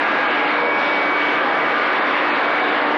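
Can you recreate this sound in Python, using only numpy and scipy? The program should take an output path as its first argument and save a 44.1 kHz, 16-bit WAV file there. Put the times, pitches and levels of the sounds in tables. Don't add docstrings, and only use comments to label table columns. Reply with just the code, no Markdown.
import sys
import numpy as np
from scipy import signal
from scipy.fft import rfft, irfft
from scipy.io import wavfile

SR = 44100
rng = np.random.default_rng(int(sys.argv[2]) if len(sys.argv) > 2 else 0)


def bounce(signal):
    frames = np.transpose(np.atleast_2d(signal))
    limited = np.clip(frames, -1, 1)
    pcm = np.round(limited * 32767).astype(np.int16)
    wavfile.write(sys.argv[1], SR, pcm)


def volts_from_decibels(level):
    exponent = np.asarray(level, float) / 20
    return 10 ** exponent


N = 130977

# pitch_hz, relative_level_db (per Hz)
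ROAR_SPECTRUM = [(15, -74), (30, -52), (64, -45), (125, -24.5), (252, -9), (300, -5), (443, -6),
                 (490, -2.5), (700, -3.5), (1200, -2.5), (1700, -4.5), (2200, -7.5), (2500, -11.5),
                 (3570, -18.5), (4500, -28), (5350, -36.5), (6960, -53), (8000, -59.5), (9000, -66.5),
                 (9700, -76), (10400, -82), (14000, -88), (20000, -100)]
# time_s, level_change_db
TREBLE_LEVEL = [(0, 1.5), (.3, 0.5), (.5, 0.5), (.74, -3.5), (.81, 1.5), (1.15, -2), (1.22, 2.5), (1.38, 1),
                (1.5, -0.5), (1.73, -2), (1.8, 2), (2.06, -1), (2.13, 1.5), (2.3, 0.5), (2.45, -0.5),
                (2.7, 0), (2.97, -2)]
# peak_s, pitch_hz, level_db (rms at the peak), half_length_s
MOTOR_SWELLS = [(.15, 1187, -32.5, 0.14), (0.1, 1553, -31.5, .1), (.35, 838, -29, 0.14),
                (.33, 1254, -30.5, 0.11), (0.36, 730, -32.5, .1), (.58, 481, -26.5, 0.099),
                (0.24, 1600, -34, .1), (.45, 2110, -38, 0.11), (.85, 579, -33, 0.11), (0.72, 969, -33, .1),
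                (.89, 888, -30.5, 0.05), (1.3, 1543, -33.5, 0.092), (1.05, 2019, -36.5, .1),
                (1.4, 1179, -31.5, 0.29), (1.55, 810, -31, 0.16), (1.4, 1225, -33.5, 0.087),
                (1.7, 1378, -33.5, .1), (2.3, 2600, -38, .1), (2.2, 2800, -40, 0.074), (2.2, 2546, -39, .1),
                (1.83, 1222, -29.5, .1), (1.84, 1187, -31.5, 0.088), (1.83, 1500, -31, 0.11),
                (1.79, 1443, -32.5, .1), (2.1, 580, -34.5, 0.069), (2.075, 1039, -31.5, 0.082),
                (2.25, 1600, -40.5, 0.12), (2.21, 2660, -40.5, 0.14), (2.65, 1063, -30.5, 0.089),
                (2.61, 1665, -32.5, .08), (2.91, 757, -27.5, 0.07), (2.62, 755, -31, .12),
                (2.92, 820, -33.5, 0.17), (2.68, 1100, -33, 0.05), (2.88, 900, -30.5, .12),
                (2.9, 1185, -31, 0.15), (1.11, 1540, -31, .06), (2.52, 1610, -33, 0.046),
                (2.52, 1000, -33.5, 0.062), (.65, 1100, -34.5, 0.11)]
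# time_s, whine_hz, whine_db, lower_whine_hz, lower_whine_db, rectifier_hum_db
SUPPLY_TONES = [(0.0, 2261.8, -41, 1647, -27, -38), (0.17, 2263, -31.5, 1647, -25, -39.5),
                (0.35, 2262, -34, 1647, -28, -36.0), (0.52, 2261, -32, 1649, -32.5, -34.5),
                (0.7, 2263, -24, 1651, -28.5, -34), (0.87, 2264, -27, 1651, -37, -35),
                (1.05, 2264, -24.5, 1651, -38.5, -32), (1.22, 2262, -23.5, 1649.6, -38, -31.5),
                (1.31, 2261, -26.5, 1650, -37, -31), (1.42, 2261, -36, 1648, -33, -34.5),
                (1.57, 2264, -30, 1650.4, -32.1, -35.5), (1.75, 2264, -32.5, 1648, -32.5, -37),
                (1.92, 2262, -31.5, 1652, -32, -37), (2.1, 2264, -39, 1655, -35, -34),
                (2.27, 2263, -36, 1648.9, -43.6, -31.5), (2.45, 2270, -31, 1642, -41.5, -36),
                (2.62, 2265.5, -28.5, 1645, -37.9, -31), (2.72, 2266, -32.5, 1650, -39, -32.5),
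                (2.8, 2265.8, -41, 1652, -41.3, -33), (2.97, 2277, -42, 1657, -42, -32)]
# time_s, level_db
WHINE_OCTAVE = [(0, -65.5), (.6, -68.5), (1.2, -62.5), (1.7, -60.5), (2.0, -54), (2.3, -54), (2.6, -61),
                (2.97, -60)]
# multiple_of_whine_pitch, level_db
WHINE_PARTIALS = [(3, -82), (4, -93)]


def rms_one(x):
    return x / np.sqrt(np.mean(x ** 2) + 1e-20)


def in_time(table):
    time_s, *columns = np.transpose(table)
    return [np.interp(np.arange(N) / SR, time_s, column) for column in columns]


def drift(rate_hz):
    step = 100
    pole = np.exp(-2 * np.pi * rate_hz * step / SR)
    noise = rng.standard_normal(N // step + 1002)
    slow = signal.lfilter([1], [1, -2 * pole, pole ** 2], noise)[1000:]
    slow = rms_one(slow - slow.mean())
    return np.interp(np.arange(N) / step, np.arange(len(slow)), slow)


def tone(hz, db):
    cycles = np.cumsum(hz + np.zeros(N)) / SR + rng.random()
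    return np.sqrt(2) * volts_from_decibels(db) * np.sin(2 * np.pi * cycles)


def roar_level_db(hz):
    spectrum_hz, level_db = np.transpose(ROAR_SPECTRUM)
    return np.interp(np.log(np.maximum(hz, 1)), np.log(spectrum_hz), level_db)


def treble_dip_db(hz, shared):
    from_hz, db_per_octave, rate_hz = 4130, 60, 14.0
    shared_part, threshold = 0.41, 0.55
    wander = shared_part * shared + (1 - shared_part) * drift(rate_hz)
    dip = np.maximum(wander - threshold, 0)
    return db_per_octave * max(np.log2(hz / from_hz), 0) * dip


def roar():
    lowest_hz, bands_per_octave, treble_hz = 100, 5, 2400
    slow_db, slow_hz, fast_db, fast_hz = 1.0, 1.2, 1.0, 6.8
    f = np.fft.rfftfreq(N, 1 / SR)
    noise = rfft(rng.standard_normal(N)) * volts_from_decibels(roar_level_db(f))
    place = bands_per_octave * np.log2(np.clip(f, lowest_hz, 12800) / lowest_hz)
    treble_db, = in_time(TREBLE_LEVEL)
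    shared = drift(14.0)
    out = 0
    for k in range(36):
        hz = lowest_hz * 2 ** (k / bands_per_octave)
        band = irfft(noise * np.clip(1 - abs(place - k), 0, 1), N)
        bright = np.clip(np.log2(2 * hz / treble_hz), 0, 1)
        level_db = slow_db * drift(slow_hz) + fast_db * drift(fast_hz)
        level_db = level_db + bright * treble_db - treble_dip_db(hz, shared)
        out = out + band * volts_from_decibels(level_db)
    return rms_one(out)


def motor_crowd(count=130):
    low_hz, high_hz, swell_db, swell_hz = 219.7, 4996, 4.0, 2.5
    pitches = low_hz + (high_hz - low_hz) * rng.random(count) ** 1.5
    return rms_one(sum(tone(hz, roar_level_db(hz) + swell_db * drift(swell_hz)) for hz in pitches))


def motors():
    pitch_spread_hz, level_spread_db, rate_hz = 3.5, 2.5, 9.0
    t = np.arange(N) / SR
    out = 0
    for peak_s, hz, db, half_s in MOTOR_SWELLS:
        shaky_hz = hz + pitch_spread_hz * drift(rate_hz)
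        shaky_db = db + level_spread_db * drift(rate_hz)
        bell = np.exp(-0.5 * ((t - peak_s) / half_s) ** 2)
        out = out + tone(shaky_hz, shaky_db) * bell
    return out


def supply():
    hum_hz = 298.3
    flutter_db, flutter_hz, waver_db, waver_hz = 0.5, 4.0, 3.0, 1.5
    whine_hz, whine_db, low_hz, low_db, hum_db = in_time(SUPPLY_TONES)
    octave_db, = in_time(WHINE_OCTAVE)
    steady = [(whine_hz, whine_db), (low_hz, low_db), (hum_hz, hum_db), (2 * whine_hz, octave_db)]
    out = sum(tone(hz, db + flutter_db * drift(flutter_hz)) for hz, db in steady)
    for multiple, db in WHINE_PARTIALS:
        out = out + tone(multiple * whine_hz, db + waver_db * drift(waver_hz))
    return out


def scene():
    roar_db, crowd_db = -19.5, -11.5
    background = volts_from_decibels(roar_db) * (roar() + volts_from_decibels(crowd_db) * motor_crowd())
    return (background + motors() + supply())[None]


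def top_cut(x):
    return signal.sosfilt(signal.butter(12, 14000, fs=SR, output="sos"), x)


def record(dry):
    target_db, share, smoothing_s = -18, 0.94, 0.008
    pole = np.exp(-1 / (smoothing_s * SR))
    b, a = [1 - pole], [1, -pole]
    power = signal.lfilter(b, a, dry ** 2, zi=[[volts_from_decibels(2 * target_db)]])[0]
    power = signal.lfilter(b, a, power[:, ::-1], zi=power[:, -1:])[0][:, ::-1]
    level_db = 10 * np.log10(power + 1e-12)
    mix = dry * volts_from_decibels(share * (target_db - level_db))
    return top_cut(mix)


dry = scene()
out = record(dry)
bounce(out)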